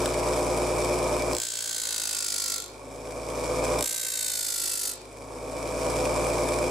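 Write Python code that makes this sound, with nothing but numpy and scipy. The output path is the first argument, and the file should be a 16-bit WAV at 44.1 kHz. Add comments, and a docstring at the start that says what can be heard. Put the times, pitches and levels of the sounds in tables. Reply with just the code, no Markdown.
"""Disc sander on a workbench

Close by, a small belt-driven disc sander hums and rattles; a piece of wood knocks the table at the start.
Hum is a sum of shaft tones; rumble and rattle are filtered noise that throbs with motor and disc.
Two wooden pieces are pressed on in turn: the disc runs out of true, so one arc of looped grit noise
rasps the wood once a turn while the load drags the speed down. Near reflections and a short tail differ
at the two microphones; the recorder's gain control ducks everything at loud peaks, then lets it swell back."""
import sys
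import numpy as np
from scipy import signal
from scipy.fft import rfft, irfft
from scipy.io import wavfile

SR = 44100
rng = np.random.default_rng(int(sys.argv[2]) if len(sys.argv) > 2 else 0)


def transcribe(signal):
    """Save signal, clipped to [-1, 1], as a 16-bit WAV file at the path in sys.argv[1]."""
    frames = np.atleast_2d(signal).T
    limited = np.clip(frames, -1, 1)
    pcm = np.round(limited * 32767).astype(np.int16)
    wavfile.write(sys.argv[1], SR, pcm)


N = 295470
TIME = np.arange(N) / SR  # s

MOTOR_RATIO, CAGE_RATIO = 2.5807, .362  # turns of motor and of bearing cage per disc turn
HIGH_SPOT = .233  # turns from the start until the high side of the disc comes round
IDLE_HZ, INERTIA_S = 58.68, .5  # unloaded disc turns per second; time constant of its slowing
FIRST_FORCE, EASE_S = .07, .1  # share of full force at the touch; time to ease off, s
# contact level against full force: at the first touch, at no force, at the end of the withdrawal (dB)
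TOUCH_DB, LIGHT_DB, GONE_DB = -29.5, -2, -42
BITE_S = 0.01  # the contact level jumps or dips briefly as the piece seats
DAMPING_DB = -6  # a firm hand damps the whine
EDGE_HZ = 15760  # upper band limit of the recorder

# hiss of the loose drive, also colours the wood knock: (frequency [Hz], relative density [dB per Hz])
RATTLE_COLOUR = [(800, -4.5), (1800, 0.5), (3000, -1.5), (3600, -0.5), (4200, -3), (5400, 4), (6400, -2),
                 (7900, 4.5), (9000, -1), (9600, -1), (11000, -5.5), (13000, -14), (16000, -27)]
# each piece leaned into the disc:
# (touch [s], ease off [s], time to full force [s], settled drag at full force [turns per second])
PASSES = [(1.325, 2.51, .846, 11.47), (3.785, 4.87, .665, 11.0)]


def gain_of(db):
    """Decibels to an amplitude factor."""
    return 10 ** (np.asarray(db) / 20)


def evened(x):
    """Scales to rms 1."""
    return x / np.sqrt(np.mean(x ** 2) + 1e-20)


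def read(points, hz):
    """Reads a spectrum on a log-frequency axis."""
    f, value = np.transpose(points)
    return np.interp(np.log(hz + 1), np.log(f + 1), value)


def colour(x, spectrum):
    """Filters by a spectrum, keeping the power of white noise."""
    response = gain_of(read(spectrum, np.fft.rfftfreq(N, 1 / SR)))
    return irfft(rfft(x) * evened(response), N)


def drift(hz):
    """Random wandering of rms 1, up to about hz."""
    f = np.fft.rfftfreq(N, 1 / SR)
    return evened(irfft(rfft(rng.standard_normal(N)) * np.exp(-(f / hz) ** 2), N))


def resonate(x, hz, width):
    """A resonance of gain 1 whose frequency may follow a curve."""
    turn = np.exp(2j * np.pi * np.cumsum(hz * np.ones(N)) / SR)
    r = np.exp(-np.pi * width / SR)
    # shift the resonance to 0 Hz, smooth, and shift back
    return 2 * (turn * signal.lfilter([1 - r], [1, -r], x / turn + 1e-18)).real


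def band(x, hz, width):
    """A resonance with steep skirts: two wider ones in a row."""
    return resonate(resonate(x, hz, 1.55 * width), hz, 1.55 * width)


def bursts(rows, decay):
    """A short dying burst of noise for each (s, dB) row."""
    size = sum(gain_of(db) * (TIME >= s) * np.exp(-abs(TIME - s) / decay) for s, db in rows)
    return size * rng.standard_normal(N)


def workshop(x, wet_db, early_db, size=16000, count=24):
    """Near reflections off bench and housing and a short tail, different at each microphone."""
    # decay of the room: (frequency [Hz], time to fall by 60 dB [s])
    room_decay = [(100, 0.22), (1000, 0.77), (5000, 0.39), (15000, 0.058)]
    # near reflections at the microphones vary with frequency: (frequency [Hz], relative level [dB])
    near_colour = [(100, -8.5), (1000, -7.5), (2500, -16), (4500, -8.5), (8000, -6), (15000, 4)]
    taps = rng.choice([-1., 1.], (2, size)) * (rng.random((2, size)) < .06)
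    hz, t, z = signal.stft(taps, SR, nperseg=256)
    fall_db = -60 * t / read(room_decay, hz)[:, None]
    tail = signal.istft(z * gain_of(fall_db), SR, nperseg=256)[1]
    echo = signal.fftconvolve(x[None], tail / np.linalg.norm(tail[0]), axes=1)[:, :N]
    near = np.zeros(256)
    near[rng.integers(4, 200, count)] = rng.choice([-1., 1.], count) / np.sqrt(count)
    side = gain_of(early_db) * colour(signal.oaconvolve(x, near)[:N], near_colour)
    return x + gain_of(wet_db) * echo + np.array([side, -side])


def hand_force(touch, ease, lean):
    """Force on a piece, 0-1: a light touch, a steady lean into the disc, a quick easing off."""
    leaning = np.interp(TIME, [touch, touch + lean], [FIRST_FORCE, 1])
    easing = np.interp(TIME, [ease, ease + EASE_S], [1, 0])
    return (TIME > touch) * leaning * easing


def disc_speed():
    """Turns per second: the force of the hand drags the disc below idle, smoothed by its inertia."""
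    load = sum(drag * hand_force(touch, ease, lean) for touch, ease, lean, drag in PASSES)
    keep = np.exp(-1 / (SR * INERTIA_S))
    return IDLE_HZ - signal.lfilter([1 - keep], [1, -keep], load)


def rumble(turns, level_db=-31, throb=0.31):
    """Rolling noise of bearings and belt, throbbing with the motor, through the housing and its panels."""
    # rumble of the wooden housing: (frequency [Hz], relative density [dB per Hz])
    housing = [(20, -25), (80, -28), (200, -14), (260, -7.5), (400, -10), (520, -9.5), (650, -2.5),
               (780, -10.5), (1050, -8), (1250, -14.5), (1450, -21.5), (1900, -35), (3000, -35.5),
               (8000, -70)]
    # resonances of the housing: (frequency [Hz], width [Hz], relative level [dB])
    panel_modes = [(266, 14.6, -46), (501.3, 14.3, -43.5)]
    roll = rng.standard_normal(N) * (1 + throb * np.cos(2 * np.pi * MOTOR_RATIO * turns))
    panels = sum(gain_of(db) * evened(band(roll, hz, w)) for hz, w, db in panel_modes)
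    return gain_of(level_db) * evened(colour(roll, housing)) + panels


def hum(turns, speed, waver=0.17, slip=0.0097, fade=0.55):
    """Motor and disc shake the housing; the belt couples them into combination tones, higher ones waver more."""
    # hum lines: (multiple of the motor rate, multiple of the disc rate, relative level [dB])
    lines = [(0, 1, -36.5), (0, 2, -41), (0, 3, -47), (0, 6, -43), (0, 7, -42), (0, 8, -40.5), (0, 9, -41),
             (0, 10, -42), (0, 14, -48), (1, 0, -45.5), (1, 2, -47), (1, 6, -50), (2, 0, -42),
             (2, 1, -43.5), (2, 2, -49.5), (2, 4, -43.5), (2, 5, -40.5), (3, 0, -40.5), (3, 1, -37.5),
             (4, -3, -41), (4, 0, -37), (4, 1, -41), (4, 3, -44), (5, 3, -48), (5, 4, -44.5), (5, 6, -53.5),
             (6, 0, -50), (6, 1, -53), (7, 3, -46.5)]
    # resonances of bench and housing lift a line as it passes: (frequency [Hz], width [Hz], lift [dB])
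    bench = [(55, 2.4, 1), (107.7, 5.9, 3), (258, 4.5, 6), (360.5, 4.3, 11), (501.4, 12, 6.5), (626, 37, 5)]
    motor = MOTOR_RATIO * turns + slip * drift(4.4)  # slip in motor turns
    out = np.zeros(N)
    for of_motor, of_disc, db in lines:
        order = round(of_motor) * MOTOR_RATIO + round(of_disc)
        height = min(order / 6, 1.5)
        lift = 1 + sum((gain_of(peak) - 1) / (1 + (2 * (order * speed - hz) / w) ** 2)
                       for hz, w, peak in bench)
        # high lines die away as the machine slows
        size = gain_of(db) * lift * (speed / speed.max()) ** (fade * height)
        size = size * (1 + waver * height * (drift(19.0) + 1j * drift(12.7)))
        cycles = round(of_motor) * motor + round(of_disc) * turns + rng.random()
        out += np.sqrt(2) * (size * np.exp(2j * np.pi * cycles)).real
    return out


def rattle(turns, hiss_db=-36, chatter_db=7, disc_db=2, cage_db=1.5, uneven_db=3.0, tick_db=5):
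    """The drive chatters once a motor turn, swaying with disc and bearing cage; the pulley rings."""
    # ring of the pulley: (frequency [Hz], width [Hz], relative level [dB])
    pulley = [(2342, 192, -41.5), (2550, 45, -65)]
    # sharper ticks of the drive: (time [s], relative level [dB])
    ticks = [(0.1137, -33), (0.2324, -34), (0.286, -33), (0.5756, -28), (0.847, -26), (1.2043, -34),
             (1.222, -25)]
    chatter = np.exp(-(MOTOR_RATIO * turns % 1) / 0.48)
    sway = disc_db * np.cos(2 * np.pi * turns) + cage_db * np.cos(2 * np.pi * CAGE_RATIO * turns)
    sway = sway + uneven_db * drift(104)
    scrape = evened(rng.standard_normal(N) * (1 + gain_of(chatter_db + sway) * chatter))
    scrape = scrape + bursts(ticks, decay=0.0012) * gain_of(tick_db - hiss_db)
    ring = sum(gain_of(db) * evened(band(scrape, hz, w)) for hz, w, db in pulley)
    return gain_of(hiss_db) * evened(colour(scrape, RATTLE_COLOUR)) + ring


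def knock():
    """Wood touches the table: a dry click of noise excites two brief resonances."""
    # touches: (time [s], relative level [dB])
    touches = [(0.0579, -15)]
    click = bursts(touches, decay=0.0028)
    ring = 3 * resonate(click, 1450, 120) + 3.6 * resonate(click, 3630, 300)
    return 0.48 * colour(click, RATTLE_COLOUR) + ring


def grit(turns, coarse_db, renew_hz, size=760, count=24):
    """A ring of grains that comes round again each turn; the wood slides slowly on to fresh tracks."""
    # patches of four grains share a random extra height
    grain_db = coarse_db * np.minimum(rng.exponential(1, (count, size // 4)), 4)
    tracks = rng.standard_normal((count, size)) * gain_of(np.repeat(grain_db, 4, axis=1))
    track = TIME * renew_hz
    near, share = track.astype(int), track % 1 * np.pi / 2
    fine = signal.resample(tracks, 8 * size, axis=1)
    at = (turns % 1 * fine.shape[1]).astype(int)
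    # equal-power crossfade from one track to the next
    return evened(np.cos(share) * fine[near % count, at] + np.sin(share) * fine[(near + 1) % count, at])


def contact(row, attack_s, bite_db, withdraw_s):
    """One pass as (age s, force 0-1, contact dB): the piece seats, is held ever more firmly, is drawn away."""
    touch, ease, lean, _ = row
    age, force = TIME - touch, hand_force(touch, ease, lean)
    seating = TOUCH_DB * np.clip(1 - age / attack_s, 0, 1)
    # a positive bite catches as the piece seats, a negative one slackens
    seating = seating + bite_db * np.exp(-abs(age - attack_s) / BITE_S)
    leaving = GONE_DB * (np.maximum(TIME - ease, 0) / withdraw_s) ** 2
    return age, force, np.maximum(seating + LIGHT_DB * (1 - force) + leaving, -140)


def sanding(turns, press, wood, level_db, arc, between_db, ring_hz, stiffen_hz, ring_db, whine_db,
            edge_db, wear=0.17):
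    """The disc's high side bites and trails off; pressure widens the arc (turns) and raises the wood's ring."""
    # bright scratch of single grains on a fresh edge: (frequency [Hz], relative density [dB per Hz])
    scratch_colour = [(1500, -0.5), (3500, 7.5), (10000, -18), (16000, 0)]
    # fine waviness of the paper whines: (multiple of the disc rate, relative level [dB])
    waviness = [(26, -1), (27, 2.5), (28, 1.5), (29, -5)]
    age, force, contact_db = press
    pressure = gain_of(contact_db)
    level = gain_of(level_db) * pressure * (age > 0)
    half_arc = arc * pressure ** 0.48
    along = ((turns + .4) % 1 - .4) / half_arc  # place in the arc, 0 at the high spot
    bite = np.where(along < 0, np.exp(-along ** 10), np.exp(-along ** 4))
    trail = gain_of(between_db) * np.sqrt(pressure) * np.exp(-((turns - half_arc) % 1) / 0.71)
    teeth = grit(turns, coarse_db=3.3, renew_hz=2.5) + .4 * rng.standard_normal(N)
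    scrape = evened(teeth) * (bite + trail) * level / np.sqrt(2 * half_arc)
    rasp = colour(scrape, wood)
    sharpness = np.exp(-abs(age) / wear)  # the fresh corner soon wears off
    scratch = gain_of(edge_db) * colour(scrape * sharpness, scratch_colour)
    whine = sum(gain_of(db) * (1 + 0.24 * drift(5.1))
                * np.cos(2 * np.pi * (round(k) * turns + rng.random())) for k, db in waviness)
    whine = gain_of(whine_db + DAMPING_DB * force) * level * whine
    modes = gain_of(ring_db) * band(rasp, ring_hz + stiffen_hz * force ** 2, 1050)
    modes = modes + gain_of(6.5) * band(rasp, 2662, 48)
    return rasp + scratch + modes + whine


def scene():
    """The machine, quieter as it slows, and the two pieces being sanded."""
    # rasp of each piece: (frequency [Hz], relative density [dB per Hz])
    wood_first = [(200, -22), (700, -14), (1500, -13.5), (2000, -7), (2600, -12), (3300, -6.5), (4200, -5),
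                  (5600, -1.5), (7400, 6.5), (9000, 0), (11000, -3.5), (12500, -9), (14000, -23),
                  (16000, -8.5)]
    wood_second = [(200, -26), (700, -25.5), (1500, -13.5), (2000, -10), (2900, -15), (3700, -6),
                   (5300, -3.5), (7000, 2), (8200, 4.5), (10000, -1), (11300, -1), (12500, -6),
                   (15000, -8.5), (16000, -52)]
    # stereo width of the rasp's treble: (frequency [Hz], relative density [dB per Hz])
    width_colour = [(2000, -45), (4000, -28), (7500, 9), (10000, 25), (13000, -8), (16000, -37)]
    speed = disc_speed()
    turns = np.cumsum(speed) / SR - HIGH_SPOT
    effort = (speed / speed.max()) ** 0.07
    drone = workshop(hum(turns, speed), wet_db=-40, early_db=-11.0) * gain_of([[-.3], [.3]])
    noise = workshop(effort * rumble(turns), wet_db=-8, early_db=-3) * gain_of([[-.5], [.5]])
    clatter = workshop(effort * rattle(turns) + knock(), wet_db=-10.0, early_db=1.5)
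    first_press = contact(PASSES[0], attack_s=0.1, bite_db=3.5, withdraw_s=0.25)
    first = sanding(turns, first_press, wood_first, level_db=-6, arc=0.19, between_db=-10,
                    ring_hz=4150, stiffen_hz=550, ring_db=1.5, whine_db=-21, edge_db=-4.5)
    second_press = contact(PASSES[1], attack_s=0.072, bite_db=-4.5, withdraw_s=0.13)
    second = sanding(turns, second_press, wood_second, level_db=-6.5, arc=0.29, between_db=-11.0,
                     ring_hz=3640, stiffen_hz=995, ring_db=-4.5, whine_db=-24, edge_db=-15)
    rasp = workshop(first + second, wet_db=-7.0, early_db=-4.5) * gain_of([[-.2], [.2]])
    # noise that follows the rasp, opposite in sign at the two microphones
    width = gain_of(-12) * colour((first + second) * rng.standard_normal(N), width_colour)
    return drone + noise + clatter + rasp + np.array([width, -width])


def record(dry, ceiling_db=-16, recovery_db=20, grip=0.5, ahead=0.0042, size=128):
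    """Gain control looks ahead, pulls peaks down quickly, recovers at a steady dB a second; then a band limit."""
    blocks = abs(dry[:, :N // size * size]).max(0).reshape(-1, size)
    peak_db = 20 * np.log10(blocks.max(1) + 1e-9)
    duck_db, now = [], 0.
    for level in peak_db:
        excess_db = max(level + now - ceiling_db, 0)
        now = min(now - min(grip, 1) * excess_db + recovery_db * size / SR, 0)
        duck_db.append(now)
    ducked = dry * gain_of(np.interp(TIME + ahead, np.arange(len(duck_db)) * size / SR, duck_db))
    low_pass = signal.firwin(1023, EDGE_HZ, window=("kaiser", 9), fs=SR)
    return signal.oaconvolve(ducked, low_pass[None], "same")


dry = scene()
out = record(dry)
transcribe(out)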